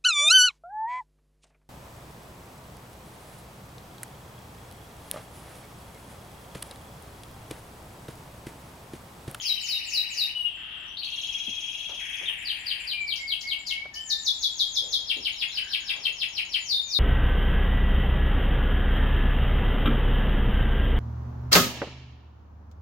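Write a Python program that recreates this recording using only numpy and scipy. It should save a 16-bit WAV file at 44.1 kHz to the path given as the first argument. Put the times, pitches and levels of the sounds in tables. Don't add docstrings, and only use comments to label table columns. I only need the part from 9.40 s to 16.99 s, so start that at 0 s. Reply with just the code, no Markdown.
import sys
import numpy as np
from scipy import signal
from scipy.fft import rfft, irfft, next_fast_len
from scipy.io import wavfile
from scipy.ndimage import uniform_filter1d

SR = 44100
rng = np.random.default_rng(int(sys.argv[2]) if len(sys.argv) > 2 else 0)


def output_pcm(signal):
    pcm = np.clip(np.atleast_2d(signal).T, -1, 1) * 32767
    wavfile.write(sys.argv[1], SR, np.round(pcm).astype(np.int16))


N = 334701


def undb(db):
    return 10 ** (np.asarray(db) / 20)


def unit(x):
    return x / np.sqrt(np.mean(x ** 2))


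def pan(x, left_db):
    return x * undb(np.array([[1], [-1]]) * left_db / 2)


def add(track, sound, start_s):
    start = int(round(start_s * SR))
    lo, hi = max(start, 0), min(start + sound.shape[-1], N)
    if hi > lo:
        track[..., lo:hi] += sound[..., lo - start:hi - start]


def colour(x, gain):
    size = next_fast_len(x.shape[-1])
    hz = np.maximum(np.arange(size // 2 + 1) * SR / size, 1)
    return irfft(rfft(x, size) * gain(hz), size)[..., :x.shape[-1]]


def wander(t, rate_hz):
    targets = rng.standard_normal(size=512)
    return np.interp((t - t[0]) * rate_hz, np.arange(len(targets)), targets)


def room_noise(level_db=-53.5, apart_hz=750, left_db=4):
    # (frequency [Hz], relative level [dB])
    spectrum = [(20, -17), (45, 2), (100, -4.5), (200, -9.5), (300, -10), (450, -17.5), (850, -10),
                (1300, -18), (3000, -14), (8000, -38.5), (15000, -41)]
    points_hz, db = np.transpose(spectrum)
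    noise = rng.standard_normal((2, N))
    shared, side = colour(noise, lambda hz: undb(np.interp(np.log(hz), np.log(points_hz), db)))
    side = colour(side, lambda hz: np.clip(hz / apart_hz, .12, .85))
    stereo = np.array([shared + side, shared - side])
    stereo = colour(stereo, lambda hz: pan(1, left_db) ** np.minimum(hz / apart_hz, 1))
    return undb(level_db) * unit(stereo)


def hand_bumps(attack_s=0.0016):
    # (time [s], relative level [dB], centre [Hz], width [Hz], fade time [s])
    bumps = [(2.078, -38.5, 178, 150, 0.02), (2.49, -45.5, 600, 1200, 0.061),
             (2.705, -45, 9700, 5000, 0.002), (2.755, -38, 8900, 5000, 0.0031),
             (2.809, -48, 430, 905, 0.067), (2.895, -51, 910, 600, 0.037),
             (4.455, -40.5, 780, 1200, 0.0083), (5.419, -50.5, 495, 287, 0.16),
             (5.763, -44.5, 325, 232, 0.058), (6.54, -51, 750, 915, 0.13), (6.68, -52, 460, 200, 0.041)]
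    out = np.zeros((2, N))
    t = np.arange(SR // 2) / SR
    for start_s, db, centre_hz, width_hz, fade_s in bumps:
        noise = rng.standard_normal(len(t)) + 0.6 * rng.standard_normal((2, len(t)))
        body = colour(noise, lambda hz: 1 / (1 + ((hz - centre_hz ** 2 / hz) / width_hz) ** 2))
        loudness = undb(db - 1) * np.minimum(t / attack_s, 1) * np.exp(-t / fade_s)
        add(out, loudness * unit(body), start_s)
    return out


def room(x, direct_db, early_db, tail_db, left_db, early_s=0.057, build_s=0.011):
    # (delay [ms], strength [factor])
    echoes = [(2.4, 0.41), (5.6, 0.24), (9.8, 0.27), (13.2, 0.26), (15.6, 0.4), (18, 0.19), (28, .17),
              (42, .16), (69, .1)]
    # (frequency [Hz], time to fade by 60 dB [s])
    ring_times = [(1000, 0.81), (2500, 0.44), (4000, 0.49), (7000, 0.52), (14000, 0.22)]
    t = np.arange(int(.7 * SR)) / SR
    centres_hz, fades_s = np.transpose(ring_times)
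    late, early = rng.standard_normal((2, 2, len(t)))
    tail = np.zeros_like(late)
    for weights, fade_s in zip(np.eye(len(centres_hz)), fades_s):
        band = colour(late, lambda hz: np.interp(hz, centres_hz, weights))
        tail += band * undb(-60 * t / fade_s)
    onset = np.minimum(t / build_s, 1)
    scatter = early * np.exp(-(t / early_s) ** 2)
    response = undb(tail_db) * unit(tail * onset) + undb(early_db) * unit(scatter * onset)
    response /= np.sqrt(len(t))
    for delay_ms, strength in echoes:
        arrivals = int(delay_ms * SR / 1000) + rng.integers(0, 14, 2)
        response[[0, 1], arrivals] += strength
    walls = signal.fftconvolve(x[None], response, axes=1)[:, :N]
    beam_hz, beam_db = 5200, -8
    direct = colour(x, lambda hz: undb(beam_db / (1 + (beam_hz / hz) ** 8)))
    return pan(undb(direct_db) * direct + walls, left_db)


def sizzle(voice, width_hz=600, follow_s=.006):
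    # (time [s], centre [Hz], relative level [dB])
    path = [(1.55, 9400, -45), (1.7, 9900, -22), (2.05, 10400, -20.5), (2.5, 10200, -21), (2.85, 9500, -20),
            (3.45, 9400, -18), (3.6, 9300, -45)]
    times, hz, db = np.transpose(path)
    t = np.arange(N) / SR
    loudness = np.sqrt(np.abs(uniform_filter1d(voice ** 2, size=int(follow_s * SR))))
    noise = unit(colour(rng.standard_normal(N), lambda f: 1 / (1 + (f / width_hz) ** 4)))
    tone = np.sin(2 * np.pi * np.cumsum(np.interp(t, times, hz)) / SR)
    return loudness * undb(np.interp(t, times, db)) * noise * tone


def syllable(shape, pitch_ratio, db, beak_db, flutter=0.0059):
    overtone_levels = [-24, -27.5, -35, -43]
    # (frequency [Hz], boost or cut [dB])
    throat = [(4000, -12), (7000, -19.5), (8600, -1), (9600, 1), (11300, 2.5), (13200, -2.5), (15500, 2.5)]
    fast_glide_per_s, hoarse_hz = 40, 4400
    strain_db, shimmer_db, edge_s = 6, 2.0, 0.00078
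    times, hz, efforts_db = np.transpose(shape)
    t = np.arange(times[0], times[-1], 1 / SR)
    pitch = pitch_ratio * uniform_filter1d(np.interp(t, times, hz), size=100)
    effort_db = np.interp(t, times, efforts_db)
    glide_per_s = np.abs(np.gradient(np.log(pitch))) * SR
    strain = np.tanh(glide_per_s / fast_glide_per_s)

    high = 1 / (1 + (hoarse_hz / pitch) ** 20)
    low = 1 - high
    wobble = flutter * (low + .35 * high) * wander(t, rate_hz=250)
    buzz = 18 * flutter * low * wander(t, rate_hz=800)
    rasp = 1.25 * (.35 + 3 * strain) * wander(t, rate_hz=920)
    loudness = undb(db + effort_db + shimmer_db * wander(t, rate_hz=197.7))
    hoarseness = 1.02 * strain * (high + .3 * low) * wander(t, rate_hz=1100)
    phase = 2 * np.pi * np.cumsum(pitch * (1 + wobble)) / SR + buzz
    tone = np.sin(phase + hoarseness)

    overtones = np.zeros(len(t))
    for multiple, overtone_db in enumerate(overtone_levels, 2):
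        throat_db = np.interp(multiple * pitch, *np.transpose(throat))
        in_range = multiple * pitch < SR / 2
        overtones += undb(overtone_db + throat_db) * np.sin(multiple * phase + rasp) * in_range
    brightness = undb(beak_db + strain_db * strain + .25 * effort_db)
    edges = np.minimum(np.minimum(t - times[0], times[-1] - t) / edge_s, 1)
    return loudness * edges * (tone + brightness * overtones)


def plain_whistle(length_s, start_hz, end_hz, change_db, edge_share=0.11, edge_db=-9):
    along = np.array([0, edge_share, 1 - edge_share, 1])
    pitch = start_hz + (end_hz - start_hz) * along
    effort_db = change_db * along + edge_db * np.array([1, 0, 0, 1])
    return np.transpose([length_s * along, pitch, effort_db])


def phrase(repeats, first_s, last_s, slowing, opening_hz, opening_db, level_db, change_db):
    pitch_settle, level_settle = .3, 0.093
    along = np.linspace(0, 1, repeats)
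    beats_s = first_s + (last_s - first_s) * along * (1 - slowing * (1 - along) / 2)
    shift_hz = opening_hz * np.exp(-along / pitch_settle)
    db = level_db + change_db * along + opening_db * np.exp(-along / level_settle)
    return zip(beats_s, shift_hz, db)


def finch_song(bird, pitch_spread=.1):
    shapes = { "slur": [(-.088, 7760, -9.5), (-.045, 6260, -11), (-.014, 5280, -9), (-.009, 5120, 1),
              (.02, 4140, -0.5), (.036, 3830, 4), (.064, 3735, 1), (.078, 3700, -18)],
              "rise": [(0, 3700, 1), (.015, 4200, -3), (.028, 4500, -2), (.036, 4170, -3)],
              "hook": [(0, 3260, 2.5), (.015, 3950, -6.5), (.028, 4230, -3.5), (.036, 3740, 3.5)],
              "twitter": [(-.002, 7250, -24), (0, 6850, -15), (.004, 5200, -15), (.007, 6500, -14),
              (.013, 5200, -19), (.016, 3700, -40), (.02, 3230, -11), (.028, 3310, -4.5), (.036, 3330, -4),
              (.045, 3200, -14)], "dip": [(0, 3720, -10), (.022, 3450, -10.5), (.028, 3200, 3),
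              (.042, 2700, -5)], "slide": [(-.1, 7790, -23.5), (-.08, 7040, -25), (-.068, 6780, -58),
              (-.035, 5290, -36), (-.021, 5020, -22), (-.017, 4830, -6), (-.008, 4450, -11),
              (.01, 3950, -9), (.021, 3480, -13), (.028, 3200, -1.5), (.038, 2880, -7.5), (.05, 2520, -18)],
              "chip": [(-.006, 7590, -34), (0, 6720, -12), (.005, 5200, -4), (.009, 4320, -3)],
              "chirp": [(-.1, 7180, -25), (-.07, 7000, -25), (-.04, 6570, -18.5), (-.02, 5960, -16.5),
              (-.007, 5000, -6.5), (-.003, 4200, -2), (.003, 3680, -.5), (.012, 3350, -2.5),
              (.026, 3230, -6), (.04, 3260, -25)], "chew": [(-.096, 6820, -19.5), (-.08, 6660, -26),
              (-.068, 6417, -62), (-.056, 5700, -23), (-.023, 5100, -13), (-.009, 4150, -7),
              (-.002, 3550, -8), (.001, 3220, 4), (.007, 2980, -3.5), (.015, 2650, -1.5), (.021, 2280, -9),
              (.029, 2000, -22)], "sweep": [(-.1, 7080, -27), (-.066, 7030, -21.5), (-.028, 5900, -17),
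              (0, 5000, -7), (.02, 4250, -2.5), (.037, 3680, -1.5), (.085, 3640, -3.5), (.115, 3530, -17)],
              "lilt": [(-.026, 5560, -4.5), (-.02, 4100, -7), (-.015, 2600, -26), (-.011, 1700, -19),
              (0, 2480, -5.5), (.01, 2840, -5), (.017, 2890, -1.5), (.022, 2860, -14)],
              "ripple": [(0, 2620, -11), (.012, 2940, -11), (.024, 3350, -5)], "purr": [(0, 2250, 5),
              (.005, 1660, 1), (.011, 1100, -4.5)], "roll": [(0, 2070, -20.5), (.006, 2547, -3.5),
              (.014, 3015, -2.5), (.018, 3400, -9), (.023, 4153, -7.5)], "rattle": [(-.004, 3396, -2),
              (.004, 2547, -1), (.013, 1946, -7), (.02, 1549, -17), (.028, 2200, -10.5), (.036, 2910, -11)],
              "tremolo": [(0, 1450, -12), (.004, 1620, 3), (.008, 1720, 0), (.012, 1830, -16)], }
    # (bird, syllable, repeats, first beat [s], last beat [s], slowing [share],
    # opening pitch shift [Hz], opening level shift [dB], level [dB], level change over the run [dB],
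    # pitch flutter [share], overtones let out by the beak [dB])
    phrases = [ ("far", "lilt", 16, -.016, .88, 0, 380, 5.5, -29.2, -.5, 0.013, 3),
               ("near", "slur", 2, .063, .297, 0, 80, 0, -28.3, -1, 0.005, 6),
               ("near", "slur", 2, .543, .782, 0, 110, 0, -27, -1, 0.005, 6),
               ("far", "ripple", 18, 1.04, 1.516, 0, 0, 0, -30, -1.44, 0.016, -4),
               ("far", "purr", 11, 1.17, 1.46, 0, 0, 0, -47.5, -2.6, .03, -4),
               ("near", "rise", 2, 1.57, 1.632, 0, -62, 0, -33.5, -2.3, 0.056, -1.8),
               ("far", "roll", 20, 1.615, 2.575, 0, 215, 0, -29.3, -3, 0.022, 2.8),
               ("near", "twitter", 22, 1.646, 2.822, 0, -45.5, -9.5, -24, -6.5, .004, -1),
               ("far", "hook", 3, 1.7, 1.82, 0, 0, 0, -40, -2, 0.029, 0),
               ("far", "rattle", 19, 2.594, 3.437, 0, 0, 0, -31.7, -1.7, 0.02, 6),
               ("near", "dip", 1, 2.856, 2.856, 0, 0, 0, -25, 0, 0.0096, 2),
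               ("near", "slide", 7, 3.073, 4.283, -.115, 0, .5, -21.5, 0.44, .017, 4),
               ("near", "chip", 4, 3.757, 4.538, 0.11, 0, 0, -27.5, 0.87, 0.039, 1),
               ("near", "chirp", 6, 4.707, 5.533, .035, 370, -0.81, -18.4, 0, 0.005, -.5),
               ("near", "chew", 10, 5.7, 7.143, .05, -30, -1.6, -21, 0, .04, 1),
               ("far", "hook", 4, 5.73, 6.28, 0, -150, 0, -36.5, -4, 0.034, 0),
               ("far", "tremolo", 9, 6.141, 6.311, .05, 0, 0, -51, 4, 0.018, 0),
               ("far", "tremolo", 5, 6.406, 6.514, 0, 30, 0, -50, -3, 0.018, 0),
               ("near", "sweep", 2, 7.291, 7.519, 0, 0, 0, -20.5, 0.59, 0.0095, -.5), ]
    # (bird, time [s], length [s], start pitch [Hz], end pitch [Hz], level [dB],
    # level change [dB])
    whistles = [ ("near", 0.95, 0.13, 2925, 2865, -27.5, -2), ("near", 1.11, .08, 7800, 7350, -59, 0),
                ("near", 1.35, .08, 7850, 7400, -59, 0), ("far", 1.458, 0.05, 5810, 5830, -54, -4),
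                ("far", 3.52, .185, 2410, 2285, -29.5, -5.5), ("far", 3.783, 0.149, 2140, 2250, -36, -5),
                ("far", 4.032, 0.158, 2165, 2260, -33.5, -8.5), ("far", 4.293, .16, 2165, 2260, -33.5, -7),
                ("far", 4.52, 0.11, 1770, 1790, -52, -11), ("near", 4.555, 0.07, 2990, 3110, -31.5, -5.5),
                ("far", 4.67, 0.132, 1770, 1795, -51, -4), ("far", 7.46, 0.07, 2380, 2480, -50, -9), ]
    out = np.zeros(N)
    for singer, name, *delivery, flutter, beak_db in phrases:
        if singer == bird:
            for beat_s, shift_hz, db in phrase(*delivery):
                shape = np.array(shapes[name]) + [0, shift_hz, 0]
                pitch_ratio = 1 + pitch_spread * flutter * rng.standard_normal()
                add(out, syllable(shape, pitch_ratio, db, beak_db, flutter), beat_s + shape[0, 0])
    for singer, start_s, length_s, start_hz, end_hz, db, change_db in whistles:
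        if singer == bird:
            shape = plain_whistle(length_s, start_hz, end_hz, change_db)
            add(out, syllable(shape, pitch_ratio=1, db=db, beak_db=0.5), start_s)
    return out


def scene():
    # (time [s], near bird [dB], far bird [dB])
    facing = [(0, -1, -5), (1.9, 4, -7), (2.6, 3, -7), (3.1, -2, -7), (4.4, -2.5, -7), (4.6, -6, -7),
              (5.8, -7, -7), (6.2, -8, 1), (7.5, -6, -3)]
    times, *levels_db = np.transpose(facing)
    near_db, far_db = (np.interp(np.arange(N) / SR, times, db) for db in levels_db)
    far_song = finch_song("far")
    near = room(finch_song("near"), near_db, early_db=-4.0, tail_db=-4.5, left_db=5.6)
    far = room(far_song + sizzle(far_song), far_db, early_db=-1.5, tail_db=-1.8, left_db=5.0)
    return near + far + pan(hand_bumps(), left_db=3.0) + room_noise()


def record(dry, dip_hz=7950, dip_width_hz=450, dip_db=-12, lean_hz=9800, lean_width_hz=1500, lean_db=-5):
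    heard = colour(dry, lambda hz: undb(dip_db * np.exp(-((hz - dip_hz) / dip_width_hz) ** 2)))
    heard = colour(heard, lambda hz: pan(1, lean_db * np.exp(-((hz - lean_hz) / lean_width_hz) ** 2)))
    top_cut = signal.ellip(10, .2, 80, 15600, fs=SR, output="sos")
    return signal.sosfilt(top_cut, heard)


dry = scene()
out = record(dry)
output_pcm(out)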